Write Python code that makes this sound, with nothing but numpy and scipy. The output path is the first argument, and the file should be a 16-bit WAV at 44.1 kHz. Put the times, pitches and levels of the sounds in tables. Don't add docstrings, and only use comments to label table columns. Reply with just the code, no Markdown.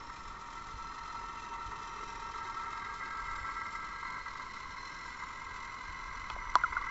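import sys
import numpy as np
from scipy import signal
from scipy.fft import rfft, irfft
from scipy.io import wavfile
from scipy.ndimage import uniform_filter1d, map_coordinates

SR = 44100
rng = np.random.default_rng(int(sys.argv[2]) if len(sys.argv) > 2 else 0)


def wrap_up_sound(samples):
    columns = np.atleast_2d(samples).T
    tamed = np.clip(columns, -1, 1)
    steps = np.round(tamed * 32767).astype(np.int16)
    wavfile.write(sys.argv[1], SR, steps)


N = 304554
T = np.arange(N) / SR
PASS_S = 2.06


def undb(db):
    return 10 ** (np.asarray(db) / 20)


def unit(x):
    return x / np.sqrt(np.mean(x ** 2))


def curve(rows):
    return np.interp(T, *np.transpose(rows))


def walk(rate):
    knots = rng.standard_normal(4096)
    return unit(map_coordinates(knots, [T * rate], order=2, mode="wrap"))


def noise(points):
    hz, db = np.transpose(points)
    f = np.fft.rfftfreq(N, 1 / SR)
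    gain = undb(np.interp(np.log(f + 1), np.log(hz), db))
    return unit(irfft(rfft(rng.standard_normal(N)) * gain, N))


def ring(x, hz, width, db, size=8192):
    f = np.fft.rfftfreq(size, 1 / SR)[:, None]
    power = np.sum((undb(db) / (1 + ((f - hz) / width) ** 2)) ** 2, axis=1)
    cepstrum = irfft(np.log(power) / 2)
    cepstrum[1:size // 2] *= 2
    cepstrum[size // 2 + 1:] = 0
    response = irfft(np.exp(rfft(cepstrum)))
    return unit(signal.fftconvolve(x, response)[:N])


def radiate(x, modes, stern):
    hz, width, *sides = np.transpose(modes)
    facing = stern * (len(sides) - 1)
    shares = [np.maximum(1 - abs(facing - k), 0) for k in range(len(sides))]
    return unit(sum(share * ring(x, hz, width, db) for share, db in zip(shares, sides)))


def struck(modes, t, rise_s, scale=1):
    ringing = sum(undb(db - 60 * t / t60) * np.sin(2 * np.pi * hz * scale * t) for hz, db, t60 in modes)
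    return ringing * (1 - np.exp(-t / rise_s))


def motor(shaft_hz=43.64, wander=.012, wobble_db=2.5, pole_db=.8, rattle_db=2.5, close_s=1):
    # (time [s], aspect [0 bow, 1 beam, 2 stern])
    aspect = [(1.8, 0.084), (2.6, 0.41), (3.2, 1), (3.8, 1.24), (4.45, 2)]
    stern = np.clip(curve(aspect) / 2, 0, 1)
    near = 1 / (1 + ((T - PASS_S) / close_s) ** 2)
    turns = np.cumsum(shaft_hz * (1 + wander * walk(4))) / SR
    throb_db = wobble_db * np.sin(2 * np.pi * turns) + pole_db * np.sin(6 * np.pi * turns)
    rattle = undb(rattle_db * bursts(rate=100, fade_s=.0046))
    strikes = teeth(turns, count=36) * rattle
    return (hull_ring(strikes, throb_db, stern) + gearbox(turns, throb_db, stern, near)
            + shell_hum(strikes, near) + song() + whines(turns))


def bursts(rate, fade_s):
    kicks = (rng.random(N) < rate / SR) * 1.
    swell = signal.lfilter([1], [1, -np.exp(-1 / (fade_s * SR))], kicks)
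    return unit(np.tanh(unit(swell - swell.mean()) / 2))


def teeth(turns, count, scatter_db=2.5, slop=.45, wear_share=.3):
    chance = rng.standard_normal((16384, 3))
    wear = np.resize(rng.standard_normal((count, 3)), chance.shape)
    late, flank, weight = (np.sqrt(wear_share) * wear + np.sqrt(1 - wear_share) * chance).T
    at_turn = (np.arange(len(late)) + slop * late) / count
    heard = (at_turn > 0) & (at_turn < turns[-1])
    force = np.sign(flank) * undb(scatter_db * weight)
    return unit(np.bincount(np.searchsorted(turns, at_turn[heard]), force[heard], N))


def hull_ring(strikes, throb_db, stern, throb_share=.5, trim_db=-1.4):
    # (frequency [Hz], half width [Hz], relative level from bow, beam, stern [dB])
    hull_modes = [(470, 130, -27.5, -24, -31.5), (766, 43, -21, -27, -41.5), (933, 26.3, -1, -3.5, -8),
                  (1008, 23, -11.5, -13, -4), (1073, 16, -19, -18, -3.5), (1140, 48.5, -6.5, -6.5, -10),
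                  (1245, 43, -8, -6.5, -12.5), (1335.5, 28, -3, -3, -8.5), (1494, 62, -19.5, -27.5, -14.5),
                  (1603.4, 22.4, -24.5, -2, -8), (1857, 61, -12.5, -20, -23.5), (1981, 31, -34.5, -6, -7.5),
                  (2036, 25, -11.5, -25, -8.5), (2105, 44.6, -19.5, -7, -7.5)]
    # (time [s], level before trim and catches [dB])
    levels = [(.2, -46.5), (1.1, -44), (2.2, -42.5), (2.7, -40.5), (3.1, -40.5), (3.6, -40.5), (3.95, -43),
              (4.5, -44.5), (5.6, -43.5), (6.35, -43), (6.9, -38)]
    ringing = radiate(strikes * undb(throb_share * throb_db), hull_modes, stern)
    return steady(ringing) * undb(curve(levels) + trim_db + catches())


def steady(x, inertia_s=.04, share=.7, burst_s=.008, headroom_db=3.5):
    power = uniform_filter1d(x ** 2, int(inertia_s * SR)) + 1e-9
    even = unit(x / power ** (share / 2))
    burst_rms = np.sqrt(abs(uniform_filter1d(even ** 2, int(burst_s * SR))))
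    return unit(even / np.maximum(burst_rms / undb(headroom_db), 1))


def catches(slack_s=.043, rise_share=.2, settle_s=.0059):
    # (time [s], sag [dB], jolt [dB], hold [s])
    jolts = [(0.084, 1.5, 4, 0.021), (0.773, 4, 0.5, 0.09), (1.148, -1, 3, 0.022), (1.436, 3.5, 0.5, .03),
             (1.514, 3, 3.5, 0.04), (1.707, 3, 2, 0.037), (2.076, 4.5, 0, .03), (2.34, 4, 3, 0.0071),
             (2.994, 6, 1.5, 0.026), (3.435, 3, 2, .05), (3.56, 2.5, 1.5, 0.063), (3.729, 3.5, 2, 0.03),
             (4.006, 0.5, 3.5, 0.16), (4.258, 5, 5.5, .022), (4.354, 1.5, 6.5, .01), (4.383, 2.5, 4, .03),
             (4.553, 1, 3.5, .02), (4.63, 1, 6, 0.01), (5.197, 0.5, 3.5, 0.037), (6.722, 4, 5.5, .008)]
    load_db = np.zeros(N)
    for s, sag, jolt, hold in jolts:
        top = s + rise_share * hold
        times = [s - slack_s, s - slack_s / 2, s, top, top + hold, top + hold + settle_s]
        load_db += np.interp(T, times, [0, -sag, -sag, jolt, jolt, 0])
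    return load_db


def gearbox(turns, throb_db, stern, near, rasp_db=2.5, level_db=-59.5, near_db=2.2, stern_db=1):
    # (frequency [Hz], half width [Hz], relative level from bow, beam, stern [dB])
    gearbox_modes = [(2403, 63, 1.5, -0.5, -1), (2610, 58, 3.5, 3, 3.5), (2997, 69, -15, -5, 2),
                     (3092, 92, -1, -0.5, -2), (3487, 160, -4, -5, -4.5), (3808, 100, -4, -2.5, 0.5),
                     (4080, 90, -0.5, -1.5, 0), (4252, 130, -8.5, -3, -1.5), (4905, 560, -9, -6.5, -7.5),
                     (5450, 90, -5, -5, -4), (5915, 300, -6.5, -9, -6), (6620, 360, -10, -10, -10.5),
                     (7338, 174, -7.5, -7.5, -7.5)]
    rasp = teeth(turns, count=48) * undb(throb_db + rasp_db * bursts(rate=300, fade_s=.0033))
    hiss = tub_echoes(radiate(rasp, gearbox_modes, stern))
    return hiss * undb(level_db + near_db * near + stern_db * stern)


def tub_echoes(x, count=5, wall_gain=.3, shortest_s=.0017, longest_s=.008, stretch=.093, reach_s=1.8):
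    near = 1 / np.hypot(1, (T - PASS_S) / reach_s)
    out = x.copy()
    for k, lag in enumerate(np.geomspace(shortest_s, longest_s, count)):
        delay = lag * (1 + stretch * near)
        out += (-1) ** k * wall_gain * map_coordinates(x, [(T - delay) * SR], order=2)
    return unit(out)


def shell_hum(strikes, near, closest_db=-59):
    return ring(strikes, hz=425, width=55, db=0) * near * undb(closest_db)


def song(hz=1326, waver_hz=5, jitter_hz=12, flutter_db=.5):
    # (time [s], level before flutter and catches [dB])
    levels = [(.3, -57), (.8, -49), (1.6, -48.5), (2.1, -53.5), (2.6, -45.5), (3, -48.5), (3.3, -45.5),
              (3.7, -45.5), (4.1, -53), (4.6, -60.5)]
    pitch = hz + waver_hz * walk(8) + jitter_hz * walk(90)
    tone = unit(np.sin(2 * np.pi * np.cumsum(pitch) / SR))
    return tone * undb(curve(levels) + flutter_db * walk(40) + catches())


def whines(turns, kick_db=12, kick_turns=.23, rise_s=.0012, flutter_db=3.5, waver=.00152, rough_hz=26):
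    # (crest time [s], half length [s], pitch [Hz], glide [Hz/s], level [dB])
    wheels = [(.05, .25, 5370, -200, -63), (0.946, .4, 4130, -38, -63), (0.944, .3, 5900, 0.5, -69),
              (1.1, .35, 5070, 40, -69), (1.448, .25, 6100, -120, -70.5), (1.596, .8, 2680, -17.5, -63),
              (2.02, .25, 5780, -200, -63.5), (2.1, .6, 3930, -120, -67.5), (2.101, .7, 3110, -17.5, -70),
              (2.354, .2, 1603, 0.5, -57), (2.399, .4, 5380, -21.5, -67), (2.9, .3, 3830, -0.5, -67),
              (3.278, .3, 1596, -0.5, -52), (3.448, .5, 7380, 1.5, -68.5), (3.553, .4, 5400, 39, -67),
              (4.1, .22, 4160, 2.5, -61), (4.8, .33, 4130, 1.5, -59.5), (4.847, .25, 6000, 199, -65.5),
              (4.947, .35, 5400, 200, -63.5), (5.248, .3, 7020, 58, -66.5), (5.851, .45, 4084, -0.5, -63.5),
              (6.2, 0.9, 5905, 48.5, -67)]
    roughness, flutter, drift = walk(250), walk(60), walk(7)
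    kick = undb(kick_db * np.exp(-(turns % 1) / kick_turns))
    pulse = unit(signal.lfilter([1], [1, -np.exp(-1 / (rise_s * SR))], kick))
    out = np.zeros(N)
    for s, length, hz, glide, db in wheels:
        on = np.flatnonzero(abs(T - s) < 2 * length + .2)
        own = (on + rng.integers(N)) % N
        from_crest = T[on] - s
        pitch = hz * (1 + waver * drift[own]) + glide * from_crest + rough_hz * roughness[own]
        swell = np.exp(-(from_crest / length) ** 2) * undb(db + flutter_db * flutter[own])
        out[on] += swell * pulse[on] * np.sin(2 * np.pi * np.cumsum(pitch) / SR)
    return out


def water(sway_db=-56, rush_db=-55.5, bump_rise_s=.0068):
    # (crest time [s], half length [s], level [dB])
    swells = [(0.29, 0.05, -57), (3.318, 0.093, -50.5), (6.482, 0.44, -50.5)]
    # (time [s], level [dB], pitch [Hz])
    knocks = [(0.741, -35, 52), (1.16, -40.5, 45), (1.661, -34.5, 50), (3.411, -33, 48.5),
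              (5.891, -35.5, 44), (6.708, -37, 40)]
    # (frequency [multiple of the pitch], relative level [dB], t60 [s])
    housing_modes = [(1, 1.5, 0.13), (1.7, -0.5, .09), (2.8, -11, .06)]
    # (frequency [Hz], relative level [dB])
    rush_spectrum = [(20, -12), (45, -6.5), (80, -5.5), (150, -8.5), (300, -11), (600, -17), (1500, -15.5),
                     (4000, -29.5), (8000, -52.5)]
    sway = noise([(10, -7.5), (27, -6), (42, -3.5), (64, -16.5), (120, -25.5), (300, -52.5), (1000, -92)])
    waves = sum(undb(db) * np.exp(-((T - s) / length) ** 2) for s, length, db in swells)
    bumps = sum(undb(db) * struck(housing_modes, np.clip(T - s, 0, 1), bump_rise_s, hz)
                for s, db, hz in knocks)
    return sway * (undb(sway_db) + waves) + bumps + noise(rush_spectrum) * undb(rush_db)


def clicks(contact_s=.0003, after_rise_s=.0016, after_t60=.039, bend=.13, bend_s=.00041, size=4096):
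    # (time [s], level [dB], pitch [Hz], swell [s], snap [Hz], snap [dB re tone],
    # after-ring [dB re tone], after-ring [Hz], after-ring lag [s])
    plinks = [(6.3, -27.5, 1090, 0.00087, 3000, -3.5, -11, 915, .0052),
              (6.3024, -30.5, 1200, 0.0011, 3000, -1.5, -12, 915, .0052),
              (6.364, -33, 720, 0.00077, 3000, -28, -13, 610, 0.0051),
              (6.5, -38, 1150, 0.00086, 5700, -6, -25, 980, .0052),
              (6.5542, -8, 1170, 0.0011, 4000, -12, -3.5, 1008, .0048),
              (6.6355, -18, 1407, 0.0031, 2260, -21, 1.5, 1304, 0.0068),
              (6.7664, -21.5, 1420, 0.003, 2300, -29, -1.5, 1157, 0.0065),
              (6.814, -31.5, 1120, 0.0034, 3270, -9, -7, 1060, 0.0071)]
    # (frequency [multiple of the snap's], relative level [dB], t60 [s])
    snap_modes = [(.86, -3, 0.0097), (1.06, 3, 0.0062), (1.41, 0, 0.0047), (1.79, -10.5, 0.006)]
    # (frequency [Hz], level [dB re tone], t60 [s])
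    thud_modes = [(350, -21, 0.023), (691, -14.5, 0.026)]
    out, t = np.zeros(N + size), np.arange(size) / SR
    bent_t = t + bend * bend_s * (1 - np.exp(-t / bend_s))
    for s, db, hz, swell, snap_hz, snap_db, after_db, after_hz, lag in plinks:
        snap = undb(snap_db) * struck(snap_modes, t, contact_s, snap_hz)
        thud = struck(thud_modes, t, swell)
        tone = (t / swell * np.exp(1 - t / swell)) ** 2 * np.sin(2 * np.pi * hz * bent_t)
        after_ring = struck([(after_hz, after_db, after_t60)], np.maximum(t - lag, 0), after_rise_s)
        start = int(s * SR)
        out[start:start + size] += undb(db) * (snap + thud + tone + after_ring)
    return out[:N]


def scene():
    return (motor() + water() + clicks())[None]


def record(dry, top_hz=7750):
    return signal.sosfilt(signal.ellip(10, .2, 70, top_hz, fs=SR, output="sos"), dry)


dry = scene()
out = record(dry)
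wrap_up_sound(out)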